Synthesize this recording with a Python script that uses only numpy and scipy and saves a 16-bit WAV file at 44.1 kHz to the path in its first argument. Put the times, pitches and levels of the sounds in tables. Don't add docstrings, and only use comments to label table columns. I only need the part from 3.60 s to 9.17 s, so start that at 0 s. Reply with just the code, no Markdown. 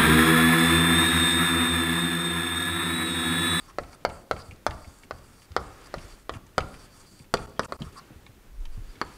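import sys
import numpy as np
from scipy import signal
from scipy.fft import rfft, irfft, next_fast_len
from scipy.io import wavfile
from scipy.ndimage import uniform_filter1d

SR = 44100
rng = np.random.default_rng(int(sys.argv[2]) if len(sys.argv) > 2 else 0)


def bounce(signal):
    frames = np.transpose(np.atleast_2d(signal))
    limited = np.clip(frames, -1, 1)
    pcm = np.round(limited * 32767).astype(np.int16)
    wavfile.write(sys.argv[1], SR, pcm)


def attenuation_scalar(level_db):
    decades = np.asarray(level_db, float) / 20
    return 10 ** decades


N = 245637
T = np.arange(N) / SR

# (time [s], peak level [dB], contact time [ms], release jolt [share],
# tip wobble re knock [dB])
LANDINGS = [(0.1856, -13, 1.57, 0.92, -37), (0.4505, -6, 1.37, 0.86, -25), (.7120, -8, 1.5, .84, -9),
            (1.0659, -4.5, 1.36, 0.57, -7.5), (1.51, -16.5, 1.51, 0.79, -4.5), (1.9653, -6, 1.52, 0.77, -2),
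            (2.341, -17.5, 1.57, 0.88, -50), (2.6946, -14, 1.63, 0.7, -9), (2.981, -4, 1.43, 0.59, -5.5),
            (3.7398, -3.5, 1.5, 0.45, -6.5), (3.9946, -6.5, 1.74, 0.72, -4.5),
            (4.1227, -18.5, 1.59, 2.5, -1.5), (5.415, -11.5, 0.55, 0.09, -5)]
# (frequency [Hz], width [Hz], level [dB])
PANEL_MODES = [(650, 83, 0), (795, 51, -17), (990, 230, 9.5), (1270, 260, 1.5), (1410, 63, -12),
               (1786, 130, 7), (2175, 330, 3)]
# (frequency [Hz], level [dB], decay time t60 [s])
NEAR_DECAYS = [(220, -8, 0.17), (492, -5.5, 0.062), (897, -8.5, 0.064), (2050, -2.5, 0.052),
               (3430, -12.5, 0.058), (8100, -11.5, 0.082)]
# (frequency [Hz], level [dB], decay time t60 [s])
HALL_DECAYS = [(100, -9, 2.8), (244, -9.5, 0.66), (487, -21.5, 0.95), (860, -13.5, 0.52), (1360, -24, 0.23),
               (2260, -35, 0.1), (3870, -19.5, 0.64), (8100, -40, 0.68)]


def unit(x):
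    return x / np.sqrt(np.mean(x ** 2))


def peak(x):
    return x / np.abs(x).max()


def band(x, hz, width):
    return signal.lfilter(*signal.iirpeak(hz, hz / width, fs=SR), x)


def body(x, modes, spread_db=0.):
    total = 0
    for hz, width, db in modes:
        total = total + attenuation_scalar(db + spread_db * rng.standard_normal()) * band(x, hz, width)
    return total


def noise(shape):
    hz, db = np.transpose(shape)
    size = next_fast_len(N, real=True)
    f = np.fft.rfftfreq(size, 1 / SR) + 1
    corners = [hz[0] / 2, *hz, hz[-1] * 2]
    levels = [db[0] - 25, *db, db[-1] - 42.5]
    gain = attenuation_scalar(np.interp(np.log(f), np.log(corners), levels))
    return unit(irfft(rfft(rng.standard_normal(size)) * gain, size)[:N])


def walk(rate):
    hold = int(SR / rate)
    steps = np.repeat(rng.standard_normal(N // hold + 1), hold)
    return 1.22 * uniform_filter1d(steps, hold)[:N]


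def add(out, s, x, db):
    i = int(s * SR)
    out[i:i + len(x)] += (attenuation_scalar(db) * peak(x))[:N - i]


def echoes(x, decays, wait, size):
    t, echo = np.arange(size) / SR, 0
    for hz, db, t60 in decays:
        fade = attenuation_scalar(-60 * t / t60) * (1 - np.exp(-(t / wait) ** 2))
        hush = band(band(rng.standard_normal(size), hz, 1.13 * hz), hz, 1.35 * hz)
        echo = echo + attenuation_scalar(db) * hush * fade / np.linalg.norm(fade)
    return x + signal.fftconvolve(x, echo)[:len(x)]


def taps():
    # (frequency [Hz], width [Hz], level [dB])
    thud_modes = [(74.5, 83, -8), (160, 54, -14), (238.4, 88, -4.5), (336, 90, 0), (403, 90, 0),
                  (474, 50, -8.5)]
    # (frequency [Hz], width [Hz], level [dB])
    knocked = [(2680, 570, -29), (3450, 540, 1.5), (4490, 560, 11), (5630, 640, -17.5)]
    out, t = np.zeros(N), np.arange(SR // 12) / SR
    start = .0005

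    def dip(at):
        return np.exp(-((t - at) / 0.00019) ** 2)

    for s, db, ms, release, wobble_db in LANDINGS:
        end = start + ms / 1000
        swing = np.sin(np.pi * np.clip((t - start) / (end - start), 0, 1))
        balance = swing / swing.sum() * (1 + release) * dip(start).sum()
        jolt = balance - dip(start) - release * dip(end)
        ring = peak(body(-dip(start), PANEL_MODES, spread_db=3))
        thud_db = -17.5 if s < 2.85 else -3.5
        thud = peak(body(-swing, thud_modes, spread_db=3))
        crack = rng.standard_normal(len(t)) * np.exp(-t / 0.0013) * (t > start / 2)
        chalk = peak(body(crack, knocked, spread_db=2.5) + band(crack, 4500, 1000))
        chalk_db = -3.5 + 0.31 * db + (-5.5 if s < 1.3 else 0)
        grit_db = -15 + 3.3 * db
        grit = peak(band(band(crack, 5800, 5500), 6100, 7000))
        wobble = peak(band(-dip(start), 1337 + 8.5 * db, 310))
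        knock = peak(jolt) + attenuation_scalar(-12.5) * ring + attenuation_scalar(thud_db) * thud
        knock = knock + attenuation_scalar(grit_db) * grit + attenuation_scalar(chalk_db) * chalk + attenuation_scalar(wobble_db) * wobble
        near = echoes(np.pad(knock, (0, SR * 3 // 4)), NEAR_DECAYS, wait=0.0016, size=SR // 5)
        add(out, s - start, echoes(near, HALL_DECAYS, wait=0.018, size=SR * 3 // 4), db)
    return out


def scrape():
    # (start [s], end [s], scrape level [dB], scrape level at
    # lift-off [dB], panel hum level [dB])
    strokes = [(0.0, .114, -59, -61, -61), (0.203, 0.353, -57, -52, -55.5), (.49, 0.636, -58.5, -64, -51),
               (0.728, 0.94, -58.5, -59.5, -55), (1.099, 1.452, -56.5, -61.5, -52.5),
               (1.528, 1.86, -58.5, -62, -57), (1.995, 2.275, -59, -61.5, -50.5),
               (2.36, 2.632, -56.5, -65, -58), (2.718, 2.773, -59.5, -55, -50),
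               (3.008, 3.636, -56.5, -57, -55), (3.775, 3.864, -55, -58, -47), (3.866, 3.93, -63, -70, -71),
               (4.015, 4.058, -56, -46, -51.5), (4.093, 4.172, -66, -54, -68), (4.199, 4.39, -55, -60, -54),
               (5.12, 5.396, -64.5, -61.5, -70), (5.446, 5.572, -57.5, -53, -72)]
    # (time [s], change [dB], half length [s])
    turns = [(0.792, 7, 0.019), (1.44, 5, .012), (1.608, -7, 0.019), (2.27, 5.5, 0.013), (2.536, 4, 0.028),
             (3.145, 4.5, 0.021), (3.293, -12, 0.027), (3.378, 3.5, 0.052), (3.448, -2, .02),
             (4.311, -9, 0.013), (0.098, 6, 0.022), (0.28, -4.5, .03), (4.385, 11, .012),
             (5.31, 2.5, 0.035)]
    # (frequency [Hz], width [Hz], level [dB])
    stick_modes = [(3560, 230, -4), (4640, 300, 1.5), (5530, 680, -8), (6920, 1040, -8.5), (8130, 1100, -6),
                   (8900, 830, -9.5), (10430, 1050, -6.5)]
    # (frequency [Hz], width [Hz], level [dB])
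    hum_modes = [(1100, 370, 4), (1256, 66, 0), (1510, 1700, -17)]
    hum_fade_db_per_s, hum_per_db = 25, 1.32
    levels = np.zeros((2, N))
    turn_db = sum(db * np.exp(-((T - s) / half) ** 2) for s, db, half in turns)
    for a, b, db, lift_db, hum_db in strokes:
        on = (T >= a) & (T < b)
        elapsed = T[on] - a
        change_db = (lift_db - db) * (elapsed / (b - a)) ** 1.8 + turn_db[on]
        hum_level_db = hum_db + hum_per_db * change_db - hum_fade_db_per_s * elapsed
        levels[:, on] = attenuation_scalar([db + change_db, hum_level_db])
    press, hum = uniform_filter1d(levels, size=160)
    grain_db = 2.64 * rng.exponential(size=N) + 1.5 * walk(90) + 0.27 * walk(28)
    grains = rng.standard_normal(N) * attenuation_scalar(grain_db)
    stick = np.zeros(N)
    for hz, width, db in stick_modes:
        for side in (-1, 1):
            stick += attenuation_scalar(db + 3.9 * walk(18)) * band(grains, hz + side * 0.25 * width, 0.81 * width)
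    scratch = attenuation_scalar(-3.5) * press * unit(band(stick, 5600, 6000))
    return scratch + attenuation_scalar(-2) * hum * unit(body(grains, hum_modes))


def squeaks():
    # (start [s], end [s], frequency [Hz], level [dB])
    skids = [
        (4.355, 4.398, 1130, -44.5),
        (4.365, 4.398, 4800, -50.5),
        (4.262, 4.288, 1280, -52.5),
        (3.962, 3.982, 3100, -59),
        (0.08, .112, 1080, -50.5),
        (.78, .825, 4660, -51),
    ]
    out = np.zeros(N)
    for a, b, hz, db in skids:
        swell = np.linspace(0, 1, int((b - a) * SR)) ** 0.41
        chatter = band(band(rng.standard_normal(SR // 10), hz, 0.22 * hz), hz, 0.28 * hz)
        add(out, a, swell * chatter[-len(swell):], db + 6.5)
    return out


def ticks():
    # (time [s], peak level [dB], centre [Hz], width [share of centre])
    contacts = [(0.099, -47, 1760, 1.4), (0.3301, -40.5, 4500, 0.29), (0.41, -58, 1920, 1.1),
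                (0.9108, -37, 2150, 0.78), (0.96, -50, 4430, 0.77), (1.2454, -44.5, 2100, 0.57),
                (1.434, -40, 2100, 0.7), (1.5858, -48.5, 3460, 1), (1.7968, -52, 4310, .7),
                (1.8193, -45.5, 2680, 1.5), (1.918, -41.5, 2570, 1.6), (2.2587, -41, 4500, 0.49),
                (2.428, -55, 1920, 1.1), (2.866, -47, 5850, 0.59), (3.142, -40, 2100, 1.2),
                (3.5967, -48, 2070, 0.47), (3.623, -52, 4470, 0.85), (3.643, -50, 2210, 1.2),
                (3.9635, -56, 4300, 1.2), (4.047, -36, 6900, 0.68), (4.139, -47, 8000, .5),
                (3.894, -52, 7000, 1), (4.085, -63, 1950, 1.1), (4.1989, -61, 1900, 1.1),
                (4.2196, -30.5, 2800, 0.6), (4.6644, -40, 3450, 0.2), (5.054, -38, 2800, 0.7),
                (5.3555, -44.5, 2110, 0.91)]
    # (time [s], peak level [dB])
    rebounds = [
        (0.2342, -43),
        (0.4984, -36.5),
        (0.7645, -36.5),
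        (1.1085, -31.5),
        (2.3823, -38.5),
        (2.738, -36),
        (3.0054, -27.5),
        (3.7703, -29),
        (4.0328, -34),
    ]
    out, t = np.zeros(N), np.arange(SR // 12) / SR
    bounces = [(s, db, 2300, 0.79) for s, db in rebounds]
    for s, db, hz, spread in sorted(list(contacts) + bounces):
        burst = rng.standard_normal(len(t)) * attenuation_scalar(-60 * t / 0.024)
        width = np.clip(spread, .1, 2) * hz
        gritty = band(band(burst, hz, width), hz, 1.3 * width)
        add(out, s, gritty + 0.4 * body(burst, PANEL_MODES), db + 0.5)
    return out


def shirt():
    # (time [s], torso sway level [dB], sleeve rustle level [dB])
    movement = [(0.0, -53, -63.5), (0.45, -62.5, -66.5), (1.15, -57, -66.5), (1.8, -61.5, -66.5),
                (2.0, -65, -61.5), (2.48, -49, -56.5), (2.64, -54, -67), (2.95, -58, -66), (3.15, -49, -61),
                (3.62, -62.5, -66.5), (4.15, -60, -65), (4.23, -42.5, -61), (4.4, -60, -59.5),
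                (4.86, -55, -67), (5.02, -32, -65.5), (5.31, -41.5, -61.5), (5.39, -68, -59.5),
                (5.57, -46.5, -58)]
    # (time [s], peak level [dB], frequency [Hz])
    bumps = [(0.884, -35.5, 81), (0.919, -38, 87.16), (1.906, -36.5, 86), (4.207, -28.5, 125),
             (4.218, -29, 142), (4.504, -38.5, 146), (4.56, -41, 77), (4.69, -46, 100), (2.75, -33, 110),
             (4.262, -35, 83.33), (3.6, -39.5, 100), (1.27, -37, 80), (2.372, -34.5, 124),
             (5.174, -32.5, 99)]
    # (frequency [Hz], density [dB per Hz])
    cloth = [(300, 7.5), (700, -0.5), (1500, 0), (3000, -5.5), (6000, -13.5), (12000, -17.5)]
    s, *columns = np.transpose(movement)
    sway_db, rustle_db = (np.interp(T, s, c) for c in columns)
    t, shudder = np.arange(SR // 3) / SR, np.zeros(N)
    # rise 20 ms, fall 62 ms
    pulse = (1 - np.exp(-(t / 0.02) ** 2)) * np.exp(-t / 0.062)
    for at, db, *_ in LANDINGS:
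        slack_db = 8.5 if at > 3.9 else 0
        add(shudder, at, pulse, -34.5 + 0.69 * db - slack_db)
    sway = np.sin(2 * np.pi * np.cumsum(36 + 14 * walk(25)) / SR)
    sway_gain = attenuation_scalar(sway_db - 1 + 1.5 * walk(18)) + attenuation_scalar(-9.5) * shudder
    out = sway_gain * (sway + 0.53 * noise([(20, 5), (40, 5.0), (75, -9.5)]))
    rumble = attenuation_scalar(-60.5 + 0.32 * (rustle_db + 62.5)) + attenuation_scalar(-13) * shudder
    out += rumble * attenuation_scalar(2.7 * walk(25)) * noise([(90, 4.5), (140, -1), (250, -2.0), (400, -8)])
    out += attenuation_scalar(rustle_db + 3.5 + 1.16 * walk(30)) * noise(cloth)
    out += shudder * attenuation_scalar(0.81 * walk(29.51)) * noise([(55, 1.0), (80, 0.0), (140, -6), (200, -13.0)])
    for at, db, hz in bumps:
        knock = rng.standard_normal(len(t)) * np.exp(-t / 0.012)
        add(out, at, band(band(knock, hz, 0.43 * hz), hz, 2.0 * hz), db - 0.5)
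    return out


def ventilation():
    # (frequency [Hz], density [dB per Hz])
    spectrum = [(20, 7.5), (60, -14), (150, -25), (400, -11.5), (1000, -23), (3000, -42)]
    return attenuation_scalar(-66.5 + 0.88 * walk(3.38)) * noise(spectrum)


def receiver():
    # (frequency [Hz], density [dB per Hz])
    spectrum = [(100, 15), (2000, -8.5), (6000, -6.5), (15000, -7.5)]
    whine_hz, whine_db = 12023, -83
    whine = np.sqrt(2) * np.sin(2 * np.pi * whine_hz * T + 0.77 * walk(20))
    return attenuation_scalar(-64) * noise(spectrum) + attenuation_scalar(whine_db) * whine


def scene():
    small = echoes(ticks() + scrape() + squeaks(), NEAR_DECAYS, wait=0.00076, size=SR // 5)
    board = taps() + echoes(small, HALL_DECAYS, wait=0.016, size=SR)
    return (board + shirt() + ventilation())[None]


def band_limit(x):
    return signal.sosfilt(signal.butter(12, 16680, fs=SR, output="sos"), x)


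def record(dry):
    # (start [s], end [s])
    drops = [
        (3.863, 3.870),
        (4.063, 4.084),
        (4.168, 4.189),
    ]
    link = np.ones(N)
    for a, b in drops:
        link[(T > a) & (T < b)] = 0
    capsule = signal.sosfilt(signal.butter(2, 11000, fs=SR, output="sos"), dry)
    x = capsule * uniform_filter1d(link, size=120) + receiver()
    x = np.tanh(1.395 * x) / 1.292
    x = signal.sosfilt(signal.ellip(8, .2, 30, 15700, fs=SR, output="sos"), x)
    return band_limit(x)


dry = scene()
out = record(dry)
bounce(out)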